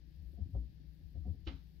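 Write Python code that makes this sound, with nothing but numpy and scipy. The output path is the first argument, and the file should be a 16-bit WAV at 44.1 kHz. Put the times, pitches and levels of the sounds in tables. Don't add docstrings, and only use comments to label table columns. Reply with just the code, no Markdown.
import sys
import numpy as np
from scipy import signal
from scipy.fft import rfft, irfft, next_fast_len
from scipy.io import wavfile
from scipy.ndimage import map_coordinates

SR = 44100
rng = np.random.default_rng(int(sys.argv[2]) if len(sys.argv) > 2 else 0)


def store_pcm(level_fs):
    pcm = np.round(np.clip(level_fs, -1, 1) * 32767).astype(np.int16)
    wavfile.write(sys.argv[1], SR, np.atleast_2d(pcm).T)


def elevation(decibels):
    levels = np.asarray(decibels, float)
    return 10 ** (levels / 20)


N = 79380
PUFF = SR // 3


def along(points, hz):
    f, v = np.transpose(points)
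    return np.interp(np.log(hz + 1), np.log(f + 1), v)


def wobble(rate):
    knots = rng.standard_normal(int(N * rate / SR) + 4)
    return map_coordinates(knots, [np.arange(N) * rate / SR])


def filtered(x, response):
    m = next_fast_len(N + SR // 2)
    return irfft(rfft(x, m) * response(np.fft.rfftfreq(m, 1 / SR)), m)[..., :N]


def peaks_db(resonances, hz):
    return sum(db / (1 + (2 * (hz - centre) / width) ** 2) for centre, width, db in resonances)


def place(out, start_s, x):
    return out + np.pad(x, ((0, 0), (round(start_s * SR), N)))[:, :N]


def ports(x):
    # hz, lead_rad
    left_leads = [(60, .3), (300, .1), (540, -.5), (720, -1.0), (1000, -2.1), (1400, -1.9), (2100, -.7),
                  (3000, .3)]
    return filtered(x, lambda hz: np.exp(1j * np.outer([.5, -.5], along(left_leads, hz))))


def burst(tone_db, decay, rise_s, alike):
    a, b = rng.standard_normal((2, PUFF))
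    angle = np.arccos(np.clip(alike, 0, 1)) / 2
    pair = [np.cos(angle) * a + np.sin(angle) * b, np.cos(angle) * a - np.sin(angle) * b]
    hz, t, z = signal.stft(pair, SR, nperseg=1024, noverlap=896)
    fall_db = -60 * t / along(decay, hz)[:, None]
    z = z * elevation(tone_db(hz)[..., None] + fall_db)
    x = signal.istft(z, SR, nperseg=1024, noverlap=896)[1][:, :PUFF]
    x = x * np.clip(np.arange(PUFF) / SR / rise_s, 0, 1) ** 2
    return x / np.sqrt(2 * np.mean(x[:, :SR // 50] ** 2))


def damped_mode(hz, t60_s, rise_s):
    t = np.arange(PUFF) / SR
    swell = elevation(-60 * t / t60_s) * (1 - np.exp(-(t / rise_s) ** 2))
    return swell / swell.max() * np.sin(2 * np.pi * hz * t)


def knocks():
    # start_s, thud_db, tilt_db_per_octave, ring_hz, ring_over_thud_db
    contacts = [(0.213, -66, -7, 250, -3), (0.329, -62, -3, 323, -6), (.375, -57.5, 0.5, 708, -11.5),
                (.385, -53.5, -2, 196.3, 0), (.455, -58.5, -9.5, 315, -2.5), (.485, -60.5, -5.5, 270, 2.5),
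                (.538, -61, -3.5, 419, -12), (0.546, -49.5, 2, 549, -4.5), (0.553, -57, -3.5, 279, 3.5),
                (.625, -62.5, -2, 320, -4), (0.68, -61.5, -11, 373, -24), (.795, -63.5, -2.5, 266.5, 1),
                (0.999, -68.5, 0.5, 301.7, -8), (1.151, -52, -3.5, 541, -16.5), (1.156, -65, 2, 685, -3.5),
                (1.252, -52.5, 1, 723, -9.5), (1.262, -54, -2, 194.5, 9), (1.268, -54, 1, 516, -9),
                (1.33, -57, -1.5, 310, -13.5), (1.469, -61, 1.5, 324.5, 16), (1.503, -56, 0, 264.7, 7),
                (1.536, -60, -13.5, 265.5, 5)]
    # hz, level_db
    ceiling = [(59, -38.5), (100, -10.5), (142, -12), (436, -28.5), (566, -33), (656, -31.5), (777, -32.5),
               (953, -47), (1400, -52), (1950, -116), (3300, -120)]
    # centre_hz, width_hz, gain_db
    panels = [(265, 40, 4), (540, 50, 2), (730, 60, 1), (180, 30, 4)]
    # hz, t60_s
    thud_decay = [(100, .3), (300, .27), (600, .16), (1000, .14)]
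    rise_s, ring_cycles = .011, 36
    out = np.zeros((2, N))
    for start_s, thud_db, tilt_db, ring_hz, ring_db in contacts:
        def tone(hz):
            return along(ceiling, hz) + peaks_db(panels, hz) + tilt_db * np.log2((hz + 50) / 300)
        thud = burst(tone, thud_decay, rise_s, alike=.85)
        ring = elevation(ring_db) * damped_mode(ring_hz, ring_cycles / np.sqrt(ring_hz * 300), rise_s)
        out = place(out, start_s - rise_s / 2, elevation(thud_db) * (thud + ring))
    return out


def creaks():
    # start_s, peak_db, pitch_hz, t60_s
    modes = [(0.28, -71, 340, 0.12), (.415, -79.5, 760, 0.14), (.553, -73, 900, 0.12),
             (.545, -61.5, 380, 0.17), (.55, -53, 175, .2), (.56, -59, 300, .2), (.54, -72, 1040, .08),
             (.378, -70.5, 690, 0.096), (.382, -70.5, 540, 0.089), (1.25, -58.5, 280, 0.14),
             (1.285, -62, 310, .15), (.575, -84.5, 1160, 0.092), (.835, -79.5, 541, 0.19),
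             (1.23, -79.5, 1190, 0.065), (1.265, -81, 973, 0.083), (1.315, -82, 520, 0.17),
             (1.731, -73.5, 302, .15), (1.36, -58, 125, .2), (1.385, -70.5, 320, 0.18),
             (1.16, -71, 550, .15), (1.1, -70.5, 255, .15), (1.255, -73, 520, 0.18),
             (1.464, -55.5, 2990, 0.08), (1.476, -61, 2080, 0.13), (1.464, -80, 1330, 0.079),
             (1.466, -60, 888, 0.15)]
    out = np.zeros((2, N))
    for start_s, peak_db, hz, t60_s in modes:
        out = place(out, start_s, elevation(peak_db) * damped_mode(hz, t60_s, .0097) * np.ones((2, 1)))
    return out


def booms(swells, right_db, right_dies):
    right_lag_s, overtone_db = .0005, -30
    hold = .22
    lead_spread_rad = .35
    t = np.arange(N) / SR - np.array([[0], [right_lag_s]])
    out = np.zeros((2, N))
    for peak_s, peak_db, hz, rise_s, t60_s in swells:
        near = slice(max(0, round(peak_s * SR) - PUFF), round(peak_s * SR) + PUFF)
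        u = t[:, near] - peak_s
        rise = np.exp(-(u / rise_s) ** 2)
        since_top = np.hypot(u, hold * t60_s) - hold * t60_s
        fall = elevation(-60 * since_top / np.array([[t60_s], [t60_s * right_dies]]))
        phase = 2 * np.pi * hz * u + [[0], [lead_spread_rad * rng.standard_normal()]]
        wave = np.cos(phase) + elevation(overtone_db) * np.cos(1.7 * phase)
        out[:, near] += elevation(peak_db) * np.where(u < 0, rise, fall) * wave
    return out * elevation([[3], [right_db]])


def slap():
    # start_s, peak_db
    (start_s, peak_db), = [(1.468, -47)]
    # hz, level_db
    slap_tone = [(88, -55), (150, -11), (346, -10), (529, -16.5), (1340, -14), (1720, -18.5), (3050, -17.5),
                 (5060, -23.5), (7500, -43.5), (9500, -56), (16500, -120)]
    # centre_hz, width_hz, gain_db
    rings = [(320, 63, 2.5), (890, 42, 8.5), (1340, 55, 5), (2770, 49, -3), (3700, 96, 3.5),
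             (4010, 71, 7.5)]
    # hz, t60_s
    direct_decay = [(200, 0.23), (1000, 0.12), (3000, 0.12), (8000, 0.032)]
    # hz, level_db
    right_over_left = [(200, -7.5), (1000, 3.5), (2000, 4), (3000, 14.5), (8000, 0.5)]
    # hz, t60_s
    room_decay = [(200, .28), (1000, .3), (3000, .42), (6000, .5)]

    def tone(hz):
        return along(slap_tone, hz) + peaks_db(rings, hz)

    def lean(hz):
        return np.outer([-.5, .5], along(right_over_left, hz))

    def direct():
        return burst(lambda hz: tone(hz) + lean(hz), direct_decay, rise_s=.01, alike=.55)

    def room_tone(hz):
        return tone(hz) + .068 * lean(hz) - 2 * np.log2(hz / 500 + 1)

    room = elevation(-11.5) * burst(room_tone, room_decay, rise_s=.019, alike=.14)
    scuff = burst(lambda hz: -14 * np.log2((hz + 1) / 3500) ** 2, [(1000, .1)], rise_s=.027, alike=.81)
    out = place(np.zeros((2, N)), start_s - .003, elevation(peak_db) * (direct() + room))
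    out = place(out, start_s + .007, elevation(peak_db - 6) * direct())
    return place(out, start_s - .026, elevation(peak_db - 30) * scuff)


def hum():
    # pitch_hz, rms_db
    lines = [(59.93, -57), (153.7, -64.5), (179.8, -68.5), (299.7, -81), (419.5, -90), (539.4, -92),
             (767, -97)]
    t = np.arange(N) / SR
    right_lag = np.array([[0], [-.1]])
    out = np.zeros((2, N))
    for hz, rms_db in lines:
        level = elevation(rms_db + .8 * np.sqrt(hz / 100) * wobble(4.1))
        drift = .05 * (hz / 100) ** .89 * wobble(9.7)
        out += level * np.sin(2 * np.pi * hz * t + drift + rng.uniform(0, 6.03) + right_lag)
    return np.sqrt(2) * out * elevation([[3], [-11]])


def rush(spectrum, level_db, seed=None):
    # hz, correlation
    likeness = [(60, 0.15), (180, .4), (550, 0.17), (1650, 0.18), (4970, 0.041), (15000, 0.21)]
    # hz, left_over_right_db
    left_over_right = [(60, 7.5), (150, 4.5), (380, 4), (1150, -0.5), (2380, 9.5), (5980, 10.5),
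                       (15000, 10)]

    def mid_side(hz):
        angle = np.arccos(np.clip(along(likeness, hz), -1, 1)) / 2
        return elevation(along(spectrum, hz)) * [np.cos(angle), np.sin(angle)]

    def sensitivity(hz):
        return elevation(np.outer([.5, -.5], along(left_over_right, hz)))

    pair = rng.standard_normal((2, N)) if seed is None else seed
    mid, side = filtered(pair, mid_side)
    both = filtered(np.array([mid + side, mid - side]), sensitivity)
    return elevation(level_db) * both / both.mean(axis=0).std()


def crackling_air():
    # start_s, peak_db
    ticks = [(0.0712, -75), (0.1416, -76.5), (0.1635, -78.5), (0.1825, -75), (0.1999, -75.5), (0.2224, -73),
             (0.3361, -70.5), (0.409, -80.5), (0.4623, -78), (0.5082, -74.5), (0.5322, -78),
             (0.6025, -72.5), (0.7477, -75.5), (0.7921, -79.5), (0.8714, -75.5), (0.9053, -78.5),
             (0.9507, -75), (0.9956, -75), (1.0839, -77), (1.1054, -76.5), (1.1278, -70.5), (1.271, -71),
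             (1.3219, -73), (1.4042, -71), (1.5623, -72), (1.6387, -75.5), (1.6696, -80), (1.699, -79),
             (1.7609, -74.5)]
    # hz, level_db
    air = [(4410, -55), (7500, -11), (8490, -15.5), (10200, -9.5), (11000, -10.5), (12900, -0.5),
           (15500, -6.5)]
    t = np.arange(N) / SR
    hits = rng.random(N) < 60 / SR * elevation(3 * wobble(20))
    size = hits * elevation(6 - 8 * rng.random(N))
    for start_s, peak_db in ticks:
        size[round(start_s * SR) + 24] = elevation(peak_db + 82.5)
    gate = 1 + np.convolve(size, np.hanning(110), "same") * [[1], [.5]]
    growth_db = 2 * (t - .27)
    return rush(air, -88.5, gate * rng.standard_normal((2, N))) * elevation(growth_db + 1.8 * wobble(14))


def rumble_and_hiss():
    # hz, level_db
    rumble = [(12, -32), (20, -0.5), (59, -3.5), (109, -9), (165, -10), (227, -23.5), (308, -19),
              (468, -33), (1100, -45), (1430, -70), (2420, -120)]
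    # hz, level_db
    hiss = [(530, -47.5), (900, -38.5), (1190, -10.5), (1720, 4.5), (2140, 0), (2360, -1), (4770, 2),
            (6550, -12), (9000, -32), (11700, -49), (19800, -120)]
    low = rush(rumble, -63.5) * elevation(.41 * wobble(3.7))
    return low + rush(hiss, -82.5) * elevation(.46 * wobble(7.9))


def scene():
    # peak_s, peak_db, pitch_hz, rise_s, t60_s
    steps = [(.12, -54, 72, 0.012, 0.091), (.207, -43, 74.6, 0.026, 0.099), (.265, -43, 59.8, 0.011, 0.12),
             (.325, -47, 67.5, 0.02, .12), (.353, -45, 66.2, 0.01, .1), (.429, -31, 77.5, 0.018, 0.049),
             (.465, -45, 88.4, 0.019, 0.093), (.524, -47, 86.2, 0.0073, 0.054),
             (.69, -47, 62, 0.018, 0.093), (.722, -51.5, 64, .012, 0.14), (.897, -51, 63.5, 0.031, 0.071),
             (.96, -56.5, 63.7, 0.024, 0.12), (1.04, -47, 75.6, 0.019, 0.13),
             (1.111, -54.5, 62, .012, 0.071), (1.152, -43, 74.5, 0.0079, .07),
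             (1.182, -38, 81.3, 0.018, 0.19), (1.235, -48, 79.7, 0.014, .1), (1.307, -32, 82, 0.018, 0.09),
             (1.383, -51.5, 81.5, 0.018, .08), (1.412, -51, 79.3, 0.0088, 0.094),
             (1.438, -47.5, 74.4, 0.0093, 0.075), (1.597, -56, 69, 0.014, 0.066),
             (1.727, -59, 68, 0.011, 0.1), (1.548, -41, 67, 0.013, 0.053), (1.694, -60, 67.6, 0.059, 0.17)]
    # peak_s, peak_db, pitch_hz, rise_s, t60_s
    landings = [
        (.5455, -36, 102, 0.012, 0.084),
        (.5615, -32.5, 59.63, .01, 0.27),
        (1.265, -39.5, 66.2, 0.022, 0.15),
        (1.483, -36, 68, 0.012, 0.066),
    ]
    low = booms(steps, right_db=-8, right_dies=.29) + booms(landings, right_db=-2.5, right_dies=.65)
    overhead = ports(knocks() + creaks() + slap())
    return overhead + low + hum() + rumble_and_hiss() + crackling_air()


def roll_off(x):
    return signal.sosfilt(signal.butter(12, 15620, fs=SR, output="sos"), x)


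def record(dry):
    mix = filtered(dry, lambda hz: hz < 15800)
    return roll_off(mix)


dry = scene()
out = record(dry)
store_pcm(out)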